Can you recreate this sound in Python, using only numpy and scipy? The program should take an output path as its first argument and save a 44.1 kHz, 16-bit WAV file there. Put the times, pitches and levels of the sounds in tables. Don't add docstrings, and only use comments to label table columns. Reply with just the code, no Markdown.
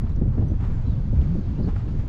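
import sys
import numpy as np
from scipy import signal
from scipy.fft import rfft, irfft
from scipy.io import wavfile
from scipy.ndimage import uniform_filter1d

SR = 44100
rng = np.random.default_rng(int(sys.argv[2]) if len(sys.argv) > 2 else 0)


def store_wav(level_fs):
    pcm = np.round(np.clip(np.atleast_2d(level_fs), -1, 1) * 32767)
    wavfile.write(sys.argv[1], SR, pcm.T.astype(np.int16))


def voltage_ratio(level):
    return 10 ** (np.asarray(level, float) / 20)


N = 91904


def rms_one(x):
    return x / np.sqrt(np.mean(x ** 2) + 1e-20)


def in_time(rows):
    s, *columns = np.transpose(rows)
    return [np.interp(np.arange(N) / SR, s, c) for c in columns]


def at_hz(points, hz):
    f, value = np.array(points)[:, 0], np.array(points)[:, 1]
    return np.interp(np.log(hz), np.log(f), value)


def drift(rate):
    r = np.exp(-80 * np.pi * rate / SR)
    noise = rng.standard_normal(N // 40 + 2002)
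    slow = signal.lfilter([1], [1, -2 * r, r * r], noise)[2000:]
    return np.interp(np.arange(N) / 40, np.arange(len(slow)), rms_one(slow - slow.mean()))


def ring(clicks, hz, t60):
    r, w = voltage_ratio(-60 / (t60 * SR)), 2 * np.pi * hz / SR
    return signal.lfilter([0, np.sin(w)], [1, -2 * r * np.cos(w), r * r], clicks + 1e-18)


def bands(source, spectrum):
    bottom, top = spectrum[0][0], min(spectrum[-1][0], 0.35 * SR)
    edges = bottom * 2 ** np.arange(0, np.log2(top / bottom) + 0.4, 0.5)
    for k, (low, high) in enumerate(zip(edges, edges[1:])):
        hz = np.sqrt(low * high)
        sos = signal.butter(2, [low, high], "band", fs=SR, output="sos")
        settled = signal.sosfilt(sos, source[k % 2])[SR:]
        yield hz, voltage_ratio(at_hz(spectrum, hz)) * settled


def swell(start, rise, fall):
    t = np.arange(N) / SR - start
    return np.sin(np.pi / 2 * np.clip(t / rise, 0, 1)) ** 2 * np.exp(-np.maximum(t - rise, 0) / fall)


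def click(s, db):
    out = np.zeros(N)
    out[int(s * SR)] = voltage_ratio(db)
    return out


# f/Hz, level/dB per Hz
HUSH = [(300, -6.5), (450, 0.5), (1130, -4.5), (2240, -13.5), (4000, -17.5), (5700, -23), (7500, -33),
        (14000, -37.5)]
# t/s, level/dB
SWELL = [(0.0, -56), (.25, -58), (.5, -55.5), (0.7, -54.5), (.9, -53), (1.1, -54.5), (1.35, -52.5),
         (1.6, -52.5), (1.85, -53), (2.08, -52)]


def hush():
    noise = rng.standard_normal((2, N + SR))
    out = sum(band * voltage_ratio(drift(6.0)) for hz, band in bands(noise, HUSH))
    return voltage_ratio(in_time(SWELL)[0] - 0.5) * rms_one(out)


# start t/s, length/s, level/dB, first f/Hz, last f/Hz
NOTES = [(0.733, 0.045, -71, 7250, 7200), (.785, .012, -75, 7250, 7250), (0.855, 0.018, -63, 3950, 3950),
         (.872, .03, -62, 3950, 3960), (0.897, 0.02, -63, 4000, 3600), (.91, .018, -60, 3950, 3700),
         (.93, .014, -64, 3600, 3550), (1.548, 0.036, -63, 2620, 2780), (1.585, 0.035, -70, 4800, 4700),
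         (1.621, .014, -57, 3900, 4650), (1.632, 0.009, -58, 4850, 4950), (1.639, 0.012, -59, 4600, 4050),
         (1.655, .013, -57, 4250, 4420), (1.669, .014, -63, 4350, 4150)]
WARBLE_HZ, ECHO_S, ECHO_DB = 45, 0.006, -10
RASP, RASP_HZ = 0.27, 260


def birds():
    t, out, warble = np.arange(N) / SR, 0, WARBLE_HZ * drift(71.0)
    for s, length, db, from_hz, to_hz in NOTES:
        along = np.clip((t - s) / length, 0, 1)
        phase = 2 * np.pi * np.cumsum(from_hz + (to_hz - from_hz) * along + warble) / SR
        shape = np.sqrt(np.sin(np.pi * along).clip(0))
        out = out + np.sqrt(2) * voltage_ratio(db) * shape * np.sin(phase)
    lag = int(ECHO_S * SR)
    echoed = sum(voltage_ratio(ECHO_DB * k) * np.roll(out, int(lag * k ** 0.95)) for k in range(5))
    return echoed * voltage_ratio(drift(90.0)) * (1 - RASP + RASP * drift(RASP_HZ))


# t/s, level/dB
CLINKS = [
    (0.316, -72.5),
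    (0.4777, -59),
    (0.507, -71),
    (.53, -70.5),
]
METAL_HZ = [5937, 9552]
# level/dB, time to fall 60 dB/s
METAL = [
    (0, .12),
    (-8, .07),
]


def clinks():
    knocks = sum(click(s, db) for s, db in CLINKS)
    soft = signal.windows.hann(int(0.0081 * SR))
    out = 0
    for hz, (db, t60) in zip(METAL_HZ, METAL):
        burst = soft * np.cos(2 * np.pi * hz * np.arange(len(soft)) / SR) * 4 / len(soft)
        out = out + voltage_ratio(db) * ring(np.convolve(knocks, burst)[:N], hz, t60)
    return out


# t/s, level/dB, length/s, brightness/dB per octave
SCUFFS = [(.002, -53, 0.02, -2), (.03, -51.5, 0.027, -6.5), (.085, -57.5, 0.035, -0.5),
          (.205, -58.5, 0.035, -7), (.37, -51, 0.037, -7), (.63, -56.5, 0.022, -2),
          (1.68, -54.5, 0.026, -5.5), (1.757, -48, 0.0095, -2.5), (1.785, -54, .04, -7.5),
          (0.054, -48, 0.042, -9.5), (0.309, -49, 0.08, -10.5), (0.407, -51.5, 0.03, -8),
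          (0.588, -48, 0.046, -4.5), (0.604, -48.5, 0.12, -5), (0.694, -54, 0.057, -3.5),
          (0.748, -52.5, 0.12, -13.5), (1.144, -50.5, 0.041, -4), (1.168, -52.5, 0.17, -4),
          (1.578, -60.5, 0.023, -31.5), (1.663, -46, 0.066, -5.5), (1.754, -52.5, 0.07, -2.5),
          (1.873, -51.5, 0.028, -3), (1.985, -50.5, 0.033, -3)]
# f/Hz, level/dB per Hz
SOLE = [(350, -37), (600, -13), (900, -3.5), (1620, -8.5), (2400, -13), (6800, -23), (12000, -26)]
GRIT_PER_S, GRIT_DB, GRIT_LARGEST = 5000, 2, 3
SCUFF_RISE, SCUFF_TAIL = 0.39, 0.58


def scuffs():
    shape = (2, N + SR)
    hits = rng.random(shape) < GRIT_PER_S / SR
    sizes = voltage_ratio(GRIT_DB * np.minimum(rng.exponential(1, shape), GRIT_LARGEST))
    grit = hits * sizes * rng.choice([-1, 1], shape)
    slices = list(bands(grit, SOLE))
    spread = np.std(sum(band for hz, band in slices))
    out = 0
    for hz, band in slices:
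        octaves = np.log2(hz / 1000)
        drags = sum(voltage_ratio(db + tilt_db * octaves) * swell(s, SCUFF_RISE * length, SCUFF_TAIL * length)
                    for s, db, length, tilt_db in SCUFFS)
        out = out + band / spread * drags
    return out


# t/s, peak level/dB, f/Hz, time to fall 60 dB/s
TICKS = [(.083, -61, 4400, .006), (.094, -60, 3950, .008), (.096, -62, 5500, .005), (.118, -59, 4000, .009),
         (.160, -42, 600, .01), (.1621, -48, 5800, .0018), (.213, -27, 330, .025), (.214, -32, 500, .017),
         (.214, -39, 750, .012), (.352, -39, 500, .02), (.381, -27, 350, .025), (.384, -35, 600, .015),
         (.424, -41, 800, .02), (.430, -33, 470, .016), (.497, -38, 420, .015), (.499, -44, 620, .014),
         (.600, -44, 780, .009), (.6111, -59, 7040, .003), (.612, -50, 1200, .01), (.624, -45, 800, .012),
         (.637, -50, 1500, .01), (.645, -55, 2210, .003), (.65, -47, 800, .012), (.835, -64, 8050, .002),
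         (1.130, -34, 521, .019), (1.181, -54, 2440, .013), (1.2152, -44, 3400, .0015),
         (1.238, -54, 2250, .013), (1.597, -35, 580, .016), (1.600, -42, 800, .01), (1.672, -31, 380, .02),
         (1.691, -46, 1250, .01), (1.728, -39, 400, .015), (1.759, -41, 550, .012), (1.7615, -41, 804, .02),
         (1.7625, -41, 1360, .013), (1.763, -45, 2300, .004)]


def ticks():
    out = 0
    for s, db, hz, t60 in TICKS:
        twice = ring(ring(click(s, db), hz, t60), hz, t60)
        out = out + 2 * twice * 19 / (t60 * SR)
    return out


# t/s, length/s
OPEN = [(0.032, 0.023), (0.2, 0.021), (0.344, 0.019), (0.566, .012), (0.606, .12), (0.774, .02),
        (1.289, .03), (1.485, 0.047), (1.842, .015)]
SHELF_HZ, SHELF_DB, PATCH_DB = 7800, -7, 1.5
TOP_HZ, ABOVE_DB, OPEN_DB = 10300, -17, 1.5


def thin_top(x):
    spectrum, f, t = rfft(x, 2 * N), np.fft.rfftfreq(2 * N, 1 / SR), np.arange(N) / SR
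    edges = [0, SHELF_HZ, SHELF_HZ + 900, SHELF_HZ + 1800, TOP_HZ, SR]
    parts = [irfft(spectrum * (f >= low) * (f < high), 2 * N)[:N] for low, high in zip(edges, edges[1:])]
    opened = np.clip(sum((t > s) & (t < s + length) for s, length in OPEN), 0, 1)
    top = voltage_ratio(ABOVE_DB + (OPEN_DB - ABOVE_DB) * uniform_filter1d(opened * 1.0, size=100))
    patchy = sum(p * voltage_ratio(PATCH_DB * drift(7.0)) for p in parts[1:4])
    return parts[0] + voltage_ratio(SHELF_DB) * (patchy + top * parts[4])


# t/s, f/Hz, level/dB
WHIRL = [
    (1.14, 69.96, -60),
    (1.19, 85, -16.5),
    (1.24, 114.4, -31),
    (1.31, 159.1, -24),
    (1.39, 206.6, -28.5),
    (1.42, 218.6, -52),
]


def whirl():
    hz, db = in_time(WHIRL)
    t = np.arange(N) / SR
    tone = np.sin(2 * np.pi * np.cumsum(hz * (1 + 0.077 * drift(25.0))) / SR)
    heard = (t > WHIRL[0][0]) * (t < WHIRL[-1][0])
    return np.sqrt(2) * voltage_ratio(db + 0.79 * drift(53.0)) * tone * heard


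# t/s, peak level/dB, f/Hz, length/s
BUFFETS = [(0.101, -32, 328, 0.011), (0.209, -11.5, 205, 0.014), (0.249, -14.5, 229, 0.0073),
           (0.292, -35.5, 200, 0.029), (0.351, -24, 240, 0.028), (0.373, -16.5, 263, 0.04),
           (0.409, -21.5, 273, 0.036), (0.509, -16.5, 204, 0.013), (0.528, -36.5, 213, 0.012),
           (0.692, -19, 196, 0.0072), (0.776, -32.5, 197, 0.022), (0.844, -31.5, 288, 0.017),
           (1.082, -38.5, 212, 0.025), (1.123, -17.5, 202, 0.019), (1.176, -26, 242, 0.038),
           (1.251, -19.5, 202, 0.015), (1.343, -15, 213, 0.0084), (1.38, -21.5, 227, 0.035),
           (1.478, -21.5, 199, 0.032), (1.58, -17.5, 233, 0.042), (1.644, -27, 284, 0.042),
           (1.669, -9.5, 197, 0.0084), (1.86, -22, 268, 0.011), (0.013, -37.5, 275, .015),
           (0.185, -34, 298, .012), (.26, -28.5, 274, 0.014), (0.495, -27.5, 280, 0.014),
           (1.211, -22.5, 276, 0.01), (1.307, -30, 330, .012), (1.355, -27, 290, .015),
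           (1.459, -28.5, 300, 0.011), (1.517, -26.5, 199, 0.021), (1.632, -27.5, 322, 0.0095),
           (1.839, -34.5, 300, .012), (1.933, -27.5, 305, 0.03), (2.028, -28, 310, 0.031)]
BUFFET_WIDTH, BUFFET_RISE_S, BUFFET_DB = 0.81, 0.011, -7


def buffets():
    out = 0
    for s, db, hz, length in BUFFETS:
        puff = rms_one(ring(rng.standard_normal(N), hz, 3.7 / (BUFFET_WIDTH * hz)))
        puff = puff / np.sqrt(uniform_filter1d(puff ** 2, int(2 * SR / hz)) + 0.49)
        out = out + voltage_ratio(db + BUFFET_DB) * puff * swell(s, BUFFET_RISE_S, length)
    return signal.sosfilt(signal.butter(3, 650, fs=SR, output="sos"), out)


# t/s, level/dB, eddy sharpness/dB
GUST = [(0.0, -24.5, -3), (0.04, -20, -5), (0.07, -27.5, -4.5), (0.16, -21, -3), (0.84, -23.5, -3.5),
        (0.86, -20, -5), (1.05, -25, -3), (1.22, -18.5, -6.5), (1.24, -25.5, -1), (1.38, -25.5, 1),
        (1.41, -29, 0), (1.49, -23, -3), (1.57, -26, 2.5), (1.6, -21, 0.5), (1.73, -25, -3.5),
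        (2.02, -23.5, -5), (2.03, -28, -3), (2.08, -29.5, 1)]
# f/Hz, level/dB per Hz
WIND = [(7.1, -37.5), (12, 4), (27, 5.5), (50, 2.5), (93, 3), (200, -5.5), (343, -27), (432, -50),
        (727, -39), (1200, -46), (1560, -63), (2640, -120)]
# t/s, depth/dB
LULLS = [(.15, -6.5), (.32, -2), (.95, -4), (1.81, -9), (2.05, -8.5), (0.583, -11), (0.823, -17),
         (1.02, -7), (1.431, -4), (1.55, -4.5), (1.721, -2)]
# t/s, pressure (full scale 1), width/s
SWINGS = [
    (0.0, -.099, .008),
    (2.084, -.047, .008),
]
SHARP_FROM_HZ, SHARP_FULL_HZ, LULL_S = 71, 240, 0.02
LUMP_DB, LUMP_PER_S, FLICKER_DB = 2, 23, 1.5
EVEN_OUT, EVEN_S = 0.3, 0.027


def wind():
    t = np.arange(N) / SR
    level_db, sharp_db = in_time(GUST)
    sharp_db = sharp_db + sum(db * np.exp(-((t - s) / LULL_S) ** 2) for s, db in LULLS)
    lumps, out = drift(LUMP_PER_S), 0
    for hz, band in bands(rng.standard_normal((2, N + SR)), WIND):
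        share = at_hz([(SHARP_FROM_HZ, 0), (SHARP_FULL_HZ, 1)], hz)
        out = out + band * voltage_ratio(share * (sharp_db + LUMP_DB * lumps) + FLICKER_DB * drift(5.0))
    out = out / (uniform_filter1d(out ** 2, int(EVEN_S * SR)) + 1e-12) ** (EVEN_OUT / 2)
    out = signal.sosfilt(signal.butter(4, 2500, fs=SR, output="sos"), out)
    bumps = [np.exp(-((t - s) / width) ** 2) for s, pressure, width in SWINGS]
    swings = sum(row[1] * bump for row, bump in zip(SWINGS, bumps))
    return voltage_ratio(level_db + 1.57) * rms_one(out) * (1 - sum(bumps)) + swings


def scene():
    street = thin_top(hush() + birds() + scuffs() + ticks())
    return (street + clinks() + whirl() + buffets() + wind())[None]


def band_limit(x):
    return signal.sosfilt(signal.butter(12, 15690, fs=SR, output="sos"), x)


CEILING, OFFSET = 0.8, 0.002


def record(dry):
    return band_limit(CEILING * np.tanh(dry / CEILING) + OFFSET)


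dry = scene()
out = record(dry)
store_wav(out)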